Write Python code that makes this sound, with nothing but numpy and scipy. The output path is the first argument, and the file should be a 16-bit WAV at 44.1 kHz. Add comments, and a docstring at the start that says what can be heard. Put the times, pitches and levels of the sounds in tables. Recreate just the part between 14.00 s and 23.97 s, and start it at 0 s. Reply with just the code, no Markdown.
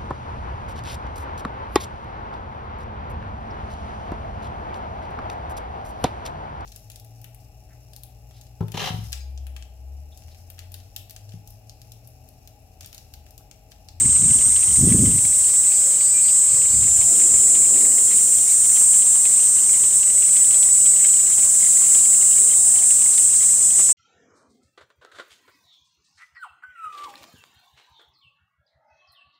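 """A shrill cicada drones in a leafy tree overhead, and early gusts buffet the microphone.
Its tymbals buckle about 208 times a second, a little faster in each surge of effort, and ring its hollow
abdomen. Leaves shade and scatter the sound; the treble opens as the hand-held camera turns to the crown.
Close by are dry ticks, snaps and handling knocks; far across the garden, a faint bird, tones and a hum."""
import sys
import numpy as np
from scipy import signal
from scipy.fft import rfft, irfft, next_fast_len
from scipy.io import wavfile
from scipy.ndimage import uniform_filter1d, map_coordinates

SR = 44100
rng = np.random.default_rng(int(sys.argv[2]) if len(sys.argv) > 2 else 0)


def dump(signal):
    """Clip the signal to [-1, 1] and save it as 16-bit WAV at the path in sys.argv[1]."""
    limited = np.clip(np.atleast_2d(signal).T, -1, 1)
    pcm = np.round(limited * 32767).astype(np.int16)
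    wavfile.write(sys.argv[1], SR, pcm)


N = 439677
TIME = np.arange(N) / SR

# Levels are relative within each table.
# still garden air: f/Hz, level/dB
AIR_SPECTRUM = [(15, -57), (25, -28.5), (45, -10), (92, 2.5), (125, -6.5), (189, -2), (263, -7), (427, -6),
                (1600, -13), (2170, -13), (2540, -13), (2830, -11.5), (4800, -12), (6240, -5.5),
                (10600, -120)]
# soft swishes: t/s, hold/s, level/dB
SWISH_SWELLS = [(3.06, 0.49, -42), (3.7, 0.043, -40.5)]
# colour of a swish: f/Hz, level/dB
SWISH_SPECTRUM = [(100, -20), (230, -3.5), (350, -3), (500, -7), (800, -14), (1600, -34), (4000, -53)]
# faint far tones: t/s, length/s, start f/Hz, end f/Hz, level/dB
FAR_TONES = [(1.8, 0.19, 512, 535, -45), (2.42, 0.31, 509, 500, -49), (2.9, 0.28, 678, 680, -50),
             (3.08, 0.23, 335, 338, -45.5), (6.4, 0.27, 693, 695, -52), (8.35, 0.16, 437, 450, -47.5),
             (8.45, .45, 715, 755, -52)]
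# a distant bird: t/s, length/s, start f/Hz, end f/Hz, level/dB
BIRD_CALLS = [(1.41, .13, 4240, 5170, -42), (1.69, 0.15, 4300, 5340, -39), (1.96, 0.2, 4300, 5430, -36),
              (2.12, 0.09, 2390, 2400, -38), (2.21, .13, 4260, 5300, -36), (2.45, 0.17, 4280, 5200, -40),
              (2.68, .12, 4380, 5160, -38)]
# pitches of the small crackle: f/Hz, level/dB
CRACKLE_PITCHES = [(1150, -8.5), (2200, -2.5), (2950, -1.5), (4000, -5.5)]
# loudness of the crackle: t/s, level/dB
CRACKLE_LEVEL = [(0, -46), (1.5, -49), (3.5, -46.5), (5.4, -49), (8.1, -47), (9.9, -52)]
# dry ticks among the leaves: t/s, level/dB, f/Hz
DRY_TICKS = [(0.5616, -25, 2920), (0.628, -25, 2620), (0.7607, -26, 4000), (0.922, -25, 2210),
             (1.25, -32, 2250), (1.72, -29.5, 2550), (2.283, -27, 3100), (2.6179, -30, 2800),
             (3.198, -28, 2830), (3.5495, -24, 2900), (3.9878, -32, 3060), (5.0203, -29.5, 3080),
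             (5.1553, -30.5, 3110), (5.254, -24.5, 2520), (5.4291, -30, 3170), (5.692, -29, 2220),
             (5.8356, -30, 3180), (6.0296, -27.5, 2880), (6.223, -27, 2830), (6.364, -25, 2930),
             (6.543, -25, 3300), (6.6275, -23.5, 3430), (6.9631, -27, 2840), (7.046, -24, 2200),
             (7.393, -30, 3190), (7.9483, -26.5, 3020), (8.9054, -26.5, 2850), (9.138, -28, 3960),
             (9.1788, -28, 2300), (9.7058, -30, 3220)]
# sharp snaps: t/s, level/dB, low f/Hz, high f/Hz
SHARP_SNAPS = [(.563, -25, 2500, 6000), (1.251, -22, 1500, 13000), (2.262, -24, 11000, 14500),
               (6.366, -24, 2000, 5500), (6.628, -23, 2500, 5500), (7.449, -19, 4500, 14000),
               (9.178, -18.5, 1970, 6000), (9.362, -26, 4400, 5800)]
# handling noise at the microphone: t/s, level/dB
HANDLING_KNOCKS = [(4.812, -30), (5.254, -35), (7.38, -29), (7.45, -34), (7.949, -30), (9.794, -24.5),
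                   (9.89, -27)]
# gusts on the microphone: t/s, hold/s, level/dB
GUST_SWELLS = [(-.01, .01, -26.5), (.18, 0.059, -28.5), (.44, .01, -36.5), (.65, .01, -33.5),
               (.77, 0.22, -17.5), (2.47, .01, -39), (2.69, .11, -32.5), (2.93, .03, -42.5),
               (3.27, .01, -41), (3.56, .01, -45)]
# colour of a gust, before wind strength shifts it down or up: f/Hz, level/dB
GUST_SPECTRUM = [(20, -44), (45, -12), (80, 3.5), (150, 1), (250, -13.5), (400, -27.5), (700, -65),
                 (1500, -81)]
# echo off a leaf beside the microphone, lost as the camera turns away: t/s, delay/ms, gain
LEAF_ECHO = [(0, 0.34, 0), (1, 0.34, 0.3), (1.8, 0.4, 0.15), (2.8, 0.4, 0.21), (3.6, 0.4, 0.12),
             (4.4, 0.45, 0)]
# treble as the camera turns to the crown: t/s, level/dB
TREBLE_LEVEL = [(0, -3), (1.2, 2.5), (3.3, -.5), (4.2, 1.5), (5, 2), (5.7, 1), (8.4, 0.5), (9.9, -1.5)]
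# pitches that ring as reflections line up: start t/s, end t/s, f/Hz, width/Hz, lift/dB
RINGING_BANDS = [(-.7, 1.13, 8380, 170, 5.5), (1.3, 4.4, 8320, 70, 4), (2.5, 3.85, 7320, 100, 5.5),
                 (3.65, 3.1, 9050, 200, 4), (3.9, 4.9, 5830, 160, 4), (3, 5.2, 9400, 200, 3),
                 (4.5, 5.55, 7550, 150, 2.5), (6.1, 7.26, 7930, 80, 4.5), (6, 7.1, 8900, 203, 3),
                 (8, 9.5, 8500, 67, 6)]
# surges of effort in the tymbals: t/s, rise/s, extra rate/Hz
EFFORT_SURGES = [(-.2, .2, 1.3), (.85, .15, 1.6), (2.85, .14, 2.0), (4.75, .16, 1.6), (6.1, .22, 1.0),
                 (7.25, .1, 1.3), (7.95, .3, .4), (8.6, .12, .2)]
# partials the hollow abdomen radiates: multiple of the tymbal rate, level/dB
ABDOMEN_PARTIALS = [(25, -32.5), (26, -24.5), (27, -35), (28, -25), (29, -28), (30, -20), (31, -19),
                    (32, -22.5), (33, -11), (34, -9.5), (35, -3.5), (36, -4.5), (37, -3.5), (38, 0),
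                    (39, -4), (40, -1), (41, -3.5), (42, -8), (43, -7), (44, -16), (45, -25.5), (46, -26),
                    (47, -20.5), (48, -18), (49, -31), (50, -21), (51, -24.5), (52, -25.5), (53, -25.5),
                    (54, -28.5)]
# rasp of the ribs: f/Hz, level/dB
RASP_SPECTRUM = [(3500, -35.5), (5000, -17), (6300, -28), (7200, -3), (8500, -13.5), (9300, -3.5),
                 (10800, -20), (12300, -21.5), (15600, -21)]
# clicks above the main song: f/Hz, level/dB
SHEEN_SPECTRUM = [(9000, -20.5), (10900, -0.5), (11450, -4), (11800, 3), (12050, 4), (12350, -10),
                  (13100, -15), (13700, -16), (14300, -1.5), (14700, 3.5), (15000, -12), (15400, -1),
                  (16000, -1)]
# the song at the microphone: t/s, level/dB
SONG_LEVEL = [(0.0, -15), (0.36, -13.5), (0.66, -15.5), (0.79, -14), (1.02, -16), (1.62, -14.5),
              (2.01, -15.5), (2.34, -13.5), (2.64, -15), (3.38, -12.5), (4.46, -14.5), (4.98, -12),
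              (5.01, -13.5), (6.11, -14.5), (6.35, -13), (7.07, -12.5), (7.24, -14.5), (7.92, -12.5),
              (9.71, -14), (9.88, -13)]


def amp(db):
    """Decibels to gain."""
    return 10 ** (np.asarray(db) / 20)


def unit_rms(x):
    """Scales to rms 1."""
    return x / np.sqrt(np.mean(x ** 2) + 1e-20)


def curve(rows):
    """Joins (t/s, value) rows by straight lines."""
    return np.interp(TIME, *np.transpose(rows))


def colour(x, spectrum):
    """Filters by (f/Hz, level/dB) rows; rms 1."""
    size = next_fast_len(N)
    hz, db = np.transpose(spectrum)
    gain = amp(np.interp(np.log(np.fft.rfftfreq(size, 1 / SR) + 1), np.log(hz), db))
    return unit_rms(irfft(rfft(x, size) * gain, size)[:N])


def wander(low_hz, high_hz, step=32):
    """Random drift between two rates; rms 1."""
    band = signal.butter(2, [low_hz, high_hz], "band", fs=SR / step, output="sos")
    slow = signal.sosfilt(band, rng.standard_normal(N // step + 1))
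    return unit_rms(np.interp(TIME, TIME[::step], slow))


def add(mix, start_s, sound):
    """Mixes a sound in at start_s."""
    part = mix[max(round(start_s * SR), 0):][:len(sound)]
    part += sound[:len(part)]


def swells(rows, attack_s, fall_db_per_s):
    """Each (t/s, hold/s, level/dB) row rises, holds and dies away."""
    level = np.zeros(N)
    for start, hold, db in rows:
        falling_s = np.maximum(TIME - start - attack_s - hold, 0)
        level += np.clip((TIME - start) / attack_s, 0, 1) * amp(db - fall_db_per_s * falling_s)
    return level


def foliage(x, t60):
    """Countless small echoes off leaves and branches, falling 60 dB in t60 seconds."""
    t = TIME[:SR // 2]
    echoes = rng.standard_normal(len(t)) * amp(-60 * t / t60) * (t > .003)
    padded = np.concatenate([x[:len(t)][::-1], x])  # echoes are already sounding at the start
    return signal.fftconvolve(padded, echoes / np.linalg.norm(echoes))[len(t):][:N]


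def garden(air_db=-42, hum_db=-57, swish_db=-2, patchy_db=2.5, smooth_below_hz=900):
    """The ambience: quiet air in drifting patches, a far wavering hum and two soft swishes."""
    noise = signal.stft(rng.standard_normal(N), nperseg=2048)[2]
    patches = uniform_filter1d(rng.standard_normal(noise.shape), size=5, axis=0)
    patches = unit_rms(uniform_filter1d(patches, size=6, axis=1))
    depth_db = patchy_db * np.clip(np.linspace(0, SR / 2, len(noise)) / smooth_below_hz, .3, 1)
    wash = signal.istft(noise * amp(depth_db[:, None] * patches))[1][:N]
    air = amp(air_db) * colour(wash, AIR_SPECTRUM)
    hum_level = amp(hum_db) * (1 + .5 * wander(.87, 7.3))
    hum = hum_level * np.sin(2 * np.pi * 100 * TIME + wander(.29, 4.8))
    swish_level = amp(swish_db) * swells(SWISH_SWELLS, attack_s=.035, fall_db_per_s=25.5)
    return air + hum + swish_level * colour(rng.standard_normal(N), SWISH_SPECTRUM)


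def far_calls(rows, blur, gain_db):
    """Distant gliding tones, heard through the trees; the wider the glide, the less steady the pitch."""
    out = np.zeros(N)
    unsteady = wander(18.5, 220)
    for start, length, start_hz, end_hz, db in rows:
        hz = np.linspace(start_hz, end_hz, round(length * SR))
        hz += blur * (abs(end_hz - start_hz) + 200) * unsteady[round(start * SR):][:len(hz)]
        tone = np.sin(2 * np.pi * np.cumsum(hz) / SR)
        add(out, start, amp(db) * signal.windows.tukey(len(hz), .5) * tone)
    return amp(gain_db) * (out + foliage(out, t60=.46))


def tick(hz, rise_s=.00098, grit_gain=.55, grit_t60=.074):
    """One dry tick: a ring of a few milliseconds and a broad burst of grit."""
    t = TIME[:2000]
    ring = t / rise_s * np.exp(1 - t / rise_s) * np.sin(2 * np.pi * hz * t)
    band = signal.butter(1, [hz * .75, hz * 1.4], "band", fs=SR)
    grit = unit_rms(signal.lfilter(*band, rng.standard_normal(len(t))))
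    return ring + grit_gain * grit * amp(-60 * t / grit_t60)


def crackle(base_per_s=45, spread_db=3, clump=.7, detune=.087, count=6):
    """A faint bed of tiny ticks, in clumps, around a few pitches."""
    chance = base_per_s / count / SR * np.exp(clump * wander(1.5, 14))
    out = np.zeros(N)
    for hz, db in CRACKLE_PITCHES:
        layer = np.zeros(N)
        for shift in np.linspace(-detune, detune, count):
            starts = np.flatnonzero(rng.random(N) < chance) / SR
            grain = tick(hz * (1 + shift), rise_s=.0012 * rng.uniform(.51, 1.67), grit_gain=.36)
            sizes = np.minimum(rng.exponential(1, 2000), 3.5)
            for start, size in zip(starts, sizes):
                add(layer, start, amp(spread_db * size) * grain)
        out += amp(db) * unit_rms(layer)
    return amp(curve(CRACKLE_LEVEL)) * out


def ticks(gain_db=-3):
    """The clearest ticks among the leaves."""
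    out = np.zeros(N)
    for start, db, hz in DRY_TICKS:
        add(out, start, amp(db + gain_db) * tick(hz))
    return out


def snaps(gain_db=-2, t60=.04):
    """Bright, broad cracks that die at once."""
    out, t = np.zeros(N), TIME[:SR // 10]
    for start, db, low_hz, high_hz in SHARP_SNAPS:
        band = signal.butter(3, [low_hz, high_hz], "band", fs=SR, output="sos")
        burst = signal.sosfilt(band, rng.standard_normal(len(t)) * amp(-60 * t / t60))
        add(out, start, amp(db + gain_db) * burst / abs(burst).max())
    return out


def handling(t60=.091, cutoff_hz=1300):
    """The hand on the camera: dull knocks with no ring, right at the microphone."""
    out, t = np.zeros(N), TIME[:SR // 10]
    lowpass = signal.butter(1, cutoff_hz, fs=SR)
    for start, db in HANDLING_KNOCKS:
        burst = signal.lfilter(*lowpass, rng.standard_normal(len(t))) * amp(-60 * t / t60)
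        add(out, start, amp(db) * burst / abs(burst).max())
    return out


def wind(gain_db=-1, lump_db=3, bright_above_db=-22, soft_shift=.79, hard_shift=1.62):
    """Lumpy turbulence on the microphone; harder gusts make smaller eddies that reach higher in pitch."""
    level = swells(GUST_SWELLS, attack_s=.055, fall_db_per_s=84)
    eddies = rng.standard_normal(N) * amp(lump_db * wander(8.5, 39))
    hardness = level / (level + amp(bright_above_db))
    coarse = colour(eddies, [(hz * soft_shift, db) for hz, db in GUST_SPECTRUM])
    fine = colour(eddies, [(hz * hard_shift, db) for hz, db in GUST_SPECTRUM])
    buffet = (1 - hardness) * coarse + hardness * fine
    return amp(gain_db) * level * buffet / np.sqrt(uniform_filter1d(buffet ** 2, size=3000))


def near_leaves(x, echo_gain=.62, spacing_s=.0013, drift=.119, count=3):
    """Echoes off close leaves make a comb, which drifts with their delays as the camera moves."""
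    out = x.copy()
    for k in range(count):
        delay_s = spacing_s * (1 + k + drift * wander(.028, .194))
        out += (-1) ** k * echo_gain * np.interp(TIME - delay_s, TIME, x)
    return unit_rms(out)


def moving_foliage(x, t60, changes_per_s=.4515, count=3):
    """One pattern of leaf echoes fades into the next as the microphone moves."""
    weights = (np.cos(np.pi * (changes_per_s * TIME + k / count)) for k in range(count))
    return unit_rms(sum(weight * foliage(x, t60) for weight in weights))


def camera_turn(x, treble_hz=9300):
    """Turning to the crown: a close leaf's echo sweeps a comb through the song, and the treble opens."""
    times, delay_ms, gain = np.transpose(LEAF_ECHO)
    delayed_time = TIME - np.interp(TIME, times, delay_ms) / 1000
    combed = x + np.interp(TIME, times, gain) * map_coordinates(x, [delayed_time * SR], order=3)
    treble = signal.sosfiltfilt(signal.butter(4, treble_hz, "high", fs=SR, output="sos"), combed)
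    return combed + (amp(curve(TREBLE_LEVEL)) - 1) * treble


def ringing_reflections(x):
    """As reflections line up at the microphone, narrow bands swell out of the song and sink back."""
    size = next_fast_len(N)
    spectrum, hz = rfft(x, size), np.fft.rfftfreq(size, 1 / SR)
    out = x.copy()
    for start, end, centre_hz, width_hz, lift_db in RINGING_BANDS:
        band = irfft(spectrum * np.exp(-((hz - centre_hz) / width_hz) ** 2), size)[:N]
        progress = np.clip((TIME - start) / (end - start), 0, 1)
        out += (amp(lift_db * np.sin(np.pi * progress)) - 1) * band
    return out


def tymbal_rate(rest_hz=207.3, hold_s=.2, ebb_s=.55):
    """Cycles per second: each surge of effort speeds the tymbals up, holds, then ebbs towards rest."""
    hz = np.full(N, rest_hz)
    for start, rise, extra_hz in EFFORT_SURGES:
        ebb = np.exp(-np.maximum(TIME - start - rise - hold_s, 0) / ebb_s)
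        hz += extra_hz * np.clip((TIME - start) / rise, 0, 1) * ebb
    return hz


def tymbal_tone(cycles, drift_cycles=.035, fade_db=1.23):
    """Partials of the rib clicks; each fades and shifts slowly as the paths through the leaves change."""
    t = TIME[::441]
    # two tymbals take turns, with weaker clicks from their other ribs
    click_gain = np.array([.88, .83, .49, .5, .54])[:, None]
    slips = np.array([np.interp(t, TIME, wander(.0499, .3)) for _ in click_gain])
    place_in_cycle = np.array([0, .52, .2, .36, .7])[:, None] + drift_cycles * slips
    knots = np.linspace(0, t[-1], 14)
    tone, phase = np.zeros(N), 2 * np.pi * (cycles % 1)
    for k, db in ABDOMEN_PARTIALS:
        fading = np.interp(t, knots, rng.standard_normal(len(knots)))
        gain = amp(db + fade_db * (fading - fading.mean()))
        click_sum = (click_gain * np.exp(-2j * np.pi * k * place_in_cycle)).sum(0)
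        shift = np.unwrap(np.angle(click_sum))
        tone += np.interp(TIME, t, gain) * np.cos(k * phase + np.interp(TIME, t, shift))
    return unit_rms(tone)


def cicada(jitter_hz=1, rasp_db=-18, sheen_db=-25, scatter_db=-5, flutter_db=-.14, waver_db=.38):
    """Up in the tree, uneven tymbal strokes ring the abdomen and rasp; the leaves scatter the song."""
    cycles = np.cumsum(tymbal_rate() + jitter_hz * wander(4.93, 78)) / SR
    strokes = 1 + .4 * np.cos(4 * np.pi * cycles)  # two to a cycle
    rasp = colour(near_leaves(strokes * rng.standard_normal(N)), RASP_SPECTRUM)
    clicks = np.sinc(160 * (cycles % 1 - .25)) + .5 * np.sinc(160 * (cycles % 1 - .77))
    sheen = colour(.56 * clicks + foliage(clicks, t60=.033), SHEEN_SPECTRUM)
    direct = tymbal_tone(cycles) + amp(rasp_db) * rasp + amp(sheen_db) * sheen
    direct *= amp(flutter_db * wander(6.3, 60))
    scattered = amp(scatter_db) * moving_foliage(direct, t60=.17)
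    song = ringing_reflections(camera_turn(direct + scattered))
    steady = song / np.sqrt(uniform_filter1d(song ** 2, size=7000))
    return steady * amp(curve(SONG_LEVEL) + waver_db * wander(2.1, 8.6))


def scene():
    """One microphone under the tree, the same in both channels."""
    bird = far_calls(BIRD_CALLS, blur=.15, gain_db=-6)
    tones = far_calls(FAR_TONES, blur=.2, gain_db=-1)
    mono = cicada() + wind() + garden() + ticks() + crackle() + snaps() + handling() + bird + tones
    return np.array([mono, mono])


def record(dry, stop_s=9.925, fade_s=.01, cutoff_hz=15720):
    """The recorder cuts the highest treble and stops just before the end."""
    running = np.clip((stop_s - TIME) / fade_s + .5, 0, 1)
    lowpass = signal.firwin(1023, cutoff_hz, window=("kaiser", 9), fs=SR)
    return signal.oaconvolve(dry * running, lowpass[None], "same")


dry = scene()
out = record(dry)
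dump(out)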